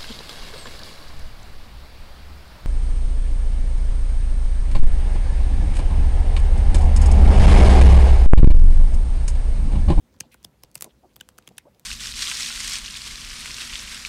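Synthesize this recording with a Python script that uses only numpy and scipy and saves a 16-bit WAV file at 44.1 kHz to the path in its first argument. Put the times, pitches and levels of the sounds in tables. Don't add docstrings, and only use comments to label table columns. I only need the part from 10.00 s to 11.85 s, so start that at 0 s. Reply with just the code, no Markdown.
import sys
import numpy as np
from scipy import signal
from scipy.fft import rfft, irfft, next_fast_len
from scipy.io import wavfile
from scipy.ndimage import uniform_filter1d, map_coordinates

SR = 44100
rng = np.random.default_rng(int(sys.argv[2]) if len(sys.argv) > 2 else 0)


def invert_db(level):
    return 10 ** (np.asarray(level, dtype=float) / 20)


def generate_wav(signal):
    frames = np.transpose(np.atleast_2d(signal))
    scaled = np.clip(frames, -1, 1) * 32767
    pcm = np.round(scaled).astype(np.int16)
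    wavfile.write(sys.argv[1], SR, pcm)


N = 81585


def unit(x):
    return x / np.sqrt(np.mean(x ** 2) + 1e-20)


def along(points, hz):
    f, v = np.transpose(points)
    return np.interp(np.log(hz + 1), np.log(f + 1), v)


def filtered(x, response, size):
    return irfft(rfft(x, size) * response(np.fft.rfftfreq(size, 1 / SR) + 1e-3), size)


def wobble(rate, count):
    knots = rng.standard_normal(int(count / SR * 8000) + 4)
    return map_coordinates(knots, [np.arange(count) * rate / SR])


def add(out, s, piece):
    out[round(s * SR):][:len(piece)] += piece


def lateness(f, delay_ms):
    spread = 0.7
    return np.exp(-2j * np.pi * delay_ms * (f / 1000) ** (1 - spread) / (1 - spread))


# (frequency [Hz], density [dB per Hz])
AIR_SPECTRUM = [(26, -29), (48, 3.5), (236, 0), (480, -9.5), (1470, -18.5), (4350, -23.5), (15900, -30),
                (16500, -71)]
# (frequency [Hz], level [dB], width [Hz])
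HUM_LINES = [
    (61, -70, 15),
    (503.8, -77.5, 9.9),
    (552, -81, 7.2),
]
AIR_DB, AIR_WOBBLE_DB, PATCHY_DB = -62.5, 0.4, 1.5


def air():
    z = signal.stft(rng.standard_normal(N + 512), nperseg=512)[2]
    field = uniform_filter1d(rng.standard_normal(z.shape), size=12, axis=0)
    field = uniform_filter1d(field, size=8, axis=1)
    patchy = signal.istft(z * invert_db(PATCHY_DB * unit(field)), nperseg=512)[1][:N]
    size = next_fast_len(N + 8192)
    noise = filtered(patchy, lambda f: invert_db(along(AIR_SPECTRUM, f)), size=size)[:N]
    hum = np.zeros(N)
    for hz, db, width in HUM_LINES:
        line = filtered(rng.standard_normal(N), lambda f: 1 / (1 + (2 * (f - hz) / width) ** 2), size=size)
        hum += invert_db(db) * unit(line[:N])
    return invert_db(AIR_DB + AIR_WOBBLE_DB * wobble(6.04, count=N)) * unit(noise) + hum


def strokes(table, q, rough_db, rate):
    out, t = np.zeros(N + SR), np.arange(4096) / SR
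    fade = 0.26
    for s, length, db, hz in table:
        def resonance(f):
            damping = 1j * f * hz / q
            return (damping / (hz * hz - f * f + damping)) ** 2 / (1 + (f / hz / 2) ** 4)

        noise = rng.standard_normal(4096) * invert_db(rough_db * wobble(rate, count=4096))
        tone = filtered(noise, resonance, size=4096)
        rise = np.clip(t / (fade * length / 2), 0, 1)
        fall = np.exp(-np.maximum(t - (1 - fade) * length, 0) / (fade * length))
        shape = rise * fall
        add(out, s, invert_db(db) * tone * shape * np.linalg.norm(shape) / np.linalg.norm(tone * shape))
    return out[:N]


# (start [s], length [s], level [dB], pitch [Hz])
RUB_EVENTS = [(.12, 0.048, -75, 4930), (.22, 0.05, -69, 3800), (.313, 0.033, -58.5, 2550),
              (.315, 0.024, -64.5, 4500), (.317, 0.033, -65, 10800), (.36, 0.12, -74, 3000),
              (.742, 0.045, -65, 6100), (.8, 0.006, -69, 9000), (.812, 0.074, -70, 8000),
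              (.846, 0.036, -70.5, 6000), (.891, 0.027, -65.5, 3000), (1.09, 0.038, -75, 2750),
              (1.215, 0.05, -75, 2860), (1.423, 0.007, -64.5, 3000), (1.595, 0.02, -64.5, 2240)]


def rubs():
    return strokes(RUB_EVENTS, q=1.8, rough_db=4, rate=593)


# (frequency [Hz], gain [dB])
EDGE_SPECTRUM = [(300, -19), (800, -1), (1500, -4.5), (3000, -3.5), (8000, -7), (16000, -6)]
RISE_MS, FALL_MS = 0.13, 0.23
GRIT_DB = 3.5
SNAP_DELAY_MS = 1.564
RATTLE_DB, RATTLE_MS, RATTLE_ROUGH_DB = -24.5, 7.1, 4


def edge_bursts(events, bump_db):
    out, ms = np.zeros(N + SR), np.arange(2048) / SR * 1000 - 1
    for s, hold_ms, db, hz in events:
        def colour(f):
            bump = bump_db * np.exp(-np.log2(f / hz) ** 2)
            return invert_db(along(EDGE_SPECTRUM, f) + bump) * lateness(f, SNAP_DELAY_MS)

        noise = rng.standard_normal(2048)
        late = np.maximum(ms - hold_ms, 0)
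        rise = np.exp(np.minimum(ms, 0) / RISE_MS)
        burst = noise * invert_db(GRIT_DB * wobble(2323, count=2048)) * rise * np.exp(-late / FALL_MS)
        roughness = invert_db(RATTLE_DB + RATTLE_ROUGH_DB * wobble(720, count=2048))
        rattle = roughness * noise * rise * np.exp(-late / RATTLE_MS)
        even = uniform_filter1d(np.abs(rfft(burst, 4096)), size=250)
        burst = filtered(burst, lambda f: colour(f) / np.sqrt(even), size=4096)
        rattle = filtered(rattle, colour, size=4096)
        rattle /= np.sqrt(np.mean(np.abs(colour(np.linspace(1, SR / 2, num=200))) ** 2))
        size = np.sqrt((hold_ms + FALL_MS / 2) * SR / 1000)
        start = s - (1 + SNAP_DELAY_MS / 4) / 1000
        add(out, start, invert_db(db) * (burst * size / np.linalg.norm(burst) + rattle))
    return out[:N]


# (time [s], level [dB], colour [Hz])
TICK_EVENTS = [(0.1409, -59.0, 6500.0), (0.1648, -58.0, 3200.0), (0.1893, -61.0, 6400.0),
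               (0.2017, -50.0, 6700.0), (0.4295, -50.0, 7000.0), (0.4384, -54.0, 5000.0),
               (0.4393, -51.0, 7500.0), (0.4408, -58.0, 6000.0), (0.6243, -61.0, 5700.0),
               (0.6305, -59.0, 4600.0), (0.6331, -53.0, 6200.0), (0.6472, -53.0, 5200.0),
               (0.7149, -53.0, 7600.0), (0.7454, -49.0, 8000.0), (0.7474, -53.0, 8200.0),
               (0.7747, -51.0, 7500.0), (0.7892, -53.0, 6300.0), (1.1351, -63.0, 6500.0),
               (1.1417, -62.0, 5900.0), (1.1926, -61.0, 8100.0), (1.201, -49.0, 3200.0),
               (1.2063, -50.0, 3700.0), (1.2933, -61.0, 6000.0), (1.3747, -61.0, 5200.0),
               (1.4242, -54.0, 3400.0), (1.4395, -60.0, 3100.0), (1.4632, -61.0, 3800.0),
               (1.4698, -53.0, 3000.0), (1.5214, -61.0, 4300.0), (1.5684, -56.0, 6700.0),
               (1.5727, -52.0, 4300.0), (1.7475, -54.0, 4400.0), (0.319, -55.0, 8500.0),
               (0.3232, -59.0, 9000.0), (0.3282, -57.0, 9000.0), (0.8013, -57.0, 11000.0),
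               (0.8041, -57.0, 10000.0)]
TICK_DB = 1.5


def ticks():
    events = [(s, 0.3, db + TICK_DB, hz) for s, db, hz in TICK_EVENTS]
    return edge_bursts(events, bump_db=16)


# (start [s], length [s], level [dB], pitch [Hz])
PUFF_EVENTS = [(.142, 0.0086, -64, 1140), (.232, 0.025, -58, 710), (.24, 0.041, -58, 238),
               (.458, 0.045, -59.5, 154), (.642, 0.0072, -46.5, 198), (.764, 0.017, -52.5, 132),
               (.848, 0.0074, -47, 720), (.858, 0.028, -52.5, 497), (.85, 0.042, -55.5, 223),
               (1.505, 0.024, -57.5, 155), (1.03, 0.04, -60, 332), (1.03, 0.031, -58, 710),
               (1.505, 0.016, -58.5, 533), (1.651, 0.011, -54, 422), (1.662, 0.028, -57, 633),
               (1.745, 0.027, -64, 520)]


def puffs():
    return strokes(PUFF_EVENTS, q=1.3, rough_db=1, rate=143)


# (time [s], hold [ms], level [dB], colour [Hz])
SNAP_EVENTS = [(0.2042, 0.16, -28, 5700), (0.2063, 1.9, -35.5, 6530), (0.207, 0.12, -26, 5270),
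               (0.3434, 0.1, -39.5, 9500), (0.4452, 1.2, -40.5, 6160), (0.447, 0.5, -45, 8000),
               (0.4481, 0.1, -32, 9500), (0.6353, 0.45, -39, 12000), (0.6356, 0.1, -34, 5500),
               (0.637, 1, -52, 5000), (0.7514, 3.4, -47, 8000), (0.7546, 0.15, -24.5, 8900),
               (0.7599, 0.3, -39.5, 9200.0), (0.7769, 3.6, -48, 6200.0), (0.8094, 0.39, -26, 8500),
               (0.8195, 0.37, -44, 9100.0), (0.8233, 0.1, -17, 12100), (0.824, 0.5, -32, 9500),
               (0.826, 2, -47, 7440), (0.828, 0.23, -40, 7000), (0.8437, 0.14, -26, 8000),
               (0.8438, 1.4, -39.5, 6500), (1.16, 0.25, -42, 5000), (1.1642, 0.46, -39.5, 12900),
               (1.2099, 1.5, -38.5, 6500), (1.289, 0.38, -37, 6640), (1.3812, 0.3, -41.5, 5950),
               (1.3839, 3.43, -43.5, 7950), (1.4747, 2.7, -45, 7000), (1.478, 3.2, -51.5, 3000),
               (1.4892, 0.38, -44.5, 5630), (1.5811, 0.63, -36, 7800), (1.5826, 0.21, -33, 8500),
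               (1.582, 1.4, -40, 4930), (1.5839, 2.6, -44.5, 5470), (1.7963, 0.6, -45.5, 8800)]


def snaps():
    return edge_bursts(SNAP_EVENTS, bump_db=8.5)


# (time [s], pitch [Hz],
# level [dB], length [ms])
RING_EVENTS = [(.2041, 6340, -28.5, 2.8), (.2043, 8100, -35, 1.5), (.207, 8530, -21, 1.37),
               (.2062, 4900, -30, 2.4), (.2066, 6440, -22.5, 1.4), (.2072, 2730, -33, 1.9),
               (.2078, 1700, -37, 4.2), (0.344, 1500, -50.5, 7.2), (.4476, 3370, -34, 3.4),
               (.4477, 5000, -33, 2.2), (.4474, 9650, -33.5, 2), (.636, 1020, -44, 3.4),
               (.6354, 3420, -44, 3), (.6356, 5300, -35, 1.5), (.6348, 11000, -42, 0.86),
               (.6352, 16000, -38, 1.7), (.7544, 7850, -26, 1.3), (.7545, 4460, -33, 2.2),
               (.8118, 4300, -50, 3), (.8118, 8700, -49, 3), (.8231, 11700, -16.5, 0.8),
               (.8231, 7500, -25, 1.04), (.8232, 1250, -35.5, 3.4), (.849, 830, -45, 6.3),
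               (.861, 950, -52.5, 15), (1.036, 720, -54.5, 30), (0.755, 2640, -33, 2.2),
               (1.2096, 2940, -34, 4.9), (1.2099, 1575, -40, 6.9), (1.386, 1486, -38.5, 2.7),
               (1.475, 3200, -38.5, 4.9), (1.475, 6500, -44.5, 4.8), (1.4752, 7380, -45, 3.6),
               (1.4752, 10000, -43.5, 3.5), (1.489, 2700, -50.5, 4.4), (1.5812, 3650, -41, 3.5),
               (1.513, 730, -52.5, 6.9), (1.4746, 2190, -43, 3.9), (1.5824, 2610, -38.5, 4.8),
               (1.583, 1695, -37.5, 3.5), (1.5803, 3020, -38.5, 3), (1.5803, 8530, -38.5, 4),
               (1.5803, 9200, -39.5, 3.3), (1.5803, 10500, -36, 4.1), (1.5805, 6200, -44, 5.4),
               (1.664, 580, -49, 28), (1.653, 1000, -57, 16), (1.2097, 3420, -36.5, 4.2),
               (1.2105, 7350, -38, 2.5), (1.1636, 14700, -40, 1.8), (1.1641, 3380, -44, 2.4),
               (.346, 890, -51, 5.4)]
SAG_HZ = 90
RING_ROUGH = 0.6


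def rings():
    out, ms = np.zeros(N + SR), np.arange(2048) / SR * 1000
    for s, hz, db, length_ms in RING_EVENTS:
        u = np.minimum(ms / length_ms, 1)
        pitch = hz + min(SAG_HZ, hz / 20) * (1 - u)
        phase = 2 * np.pi * pitch * ms / 1000 + RING_ROUGH * wobble(hz / 6, count=2048)
        add(out, s, invert_db(db) * np.sin(np.pi * np.sqrt(u)) * np.sin(phase))
    return out[:N]


# (time [s], level [dB], delay at 1 kHz [ms], tilt [dB per octave])
WAVE_EVENTS = [(0.2073, -40.5, 2.5, -4.5), (0.3436, -48.5, 3, 2.5), (.4485, -47, 2.5, -2),
               (.636, -48, 2.5, -2), (0.757, -35.5, 2.543, 5.5), (0.8091, -47.5, 1.2, 1.5),
               (0.8236, -35, 1.392, 3.5), (0.8436, -44.5, 1.2, 0), (1.1636, -50, 2.5, 0.5),
               (1.2105, -47, 2.5, 0.5), (1.2891, -39.5, 1.04, 7), (1.3853, -42, 2.5, 3),
               (1.4765, -46, 2.5, 1), (1.489, -52, 1.5, 3.5), (1.5843, -57, 2.5, -5)]
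WAVE_LOW_HZ, WAVE_HIGH_HZ = 83.7, 3000
SMEAR_MS, PUSH_SCATTER = 0.9, 0.3


def waves():
    out, ms = np.zeros(N + SR), np.arange(256) / SR * 1000
    for s, db, delay_ms, tilt_db in WAVE_EVENTS:
        def sheet(f):
            band = 1 / (1 + (WAVE_LOW_HZ / f) ** 4) / (1 + (f / WAVE_HIGH_HZ) ** 4)
            return invert_db(tilt_db * np.log2(f / 1000)) * band * lateness(f, delay_ms)

        push = 1 + PUSH_SCATTER * rng.standard_normal(256)
        push *= np.exp(-ms / SMEAR_MS) * np.where(ms > 0, 0.3, 1)
        wave = filtered(push, sheet, size=8192)
        add(out, s - delay_ms / 2500, invert_db(db) * wave[:4096] / np.abs(wave).max())
    return out[:N]


# (frequency [Hz], 60 dB decay time [s])
ROOM_DECAY = [(300, 0.25), (3000, .14), (12000, 0.032)]
ROOM_DB, ROOM_DULL_HZ = -20.5, 8000


def room(x):
    hz, t, z = signal.stft(rng.standard_normal(SR // 3), SR, nperseg=256)
    dull = 1 / (1 + (hz / ROOM_DULL_HZ) ** 2)
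    decay = invert_db(-60 * t / along(ROOM_DECAY, hz)[:, None])
    tail = signal.istft(z * dull[:, None] * decay, SR, nperseg=256)[1]
    echo = signal.fftconvolve(np.pad(x, (200, 0)), tail / np.linalg.norm(tail))[:N]
    return invert_db(ROOM_DB) * echo


def scene():
    rustle = puffs() + rubs()
    pages = rustle + snaps() + ticks() + waves()
    return (pages + rings() + room(pages) + air())[None]


def low_pass(x):
    return signal.sosfilt(signal.butter(12, 16990, fs=SR, output="sos"), x)


def record(dry):
    top_hz = 16060
    mix = filtered(dry, lambda f: 1 / (1 + (f / top_hz) ** 80), size=next_fast_len(N + 8192))[:, :N]
    return low_pass(mix)


dry = scene()
out = record(dry)
generate_wav(out)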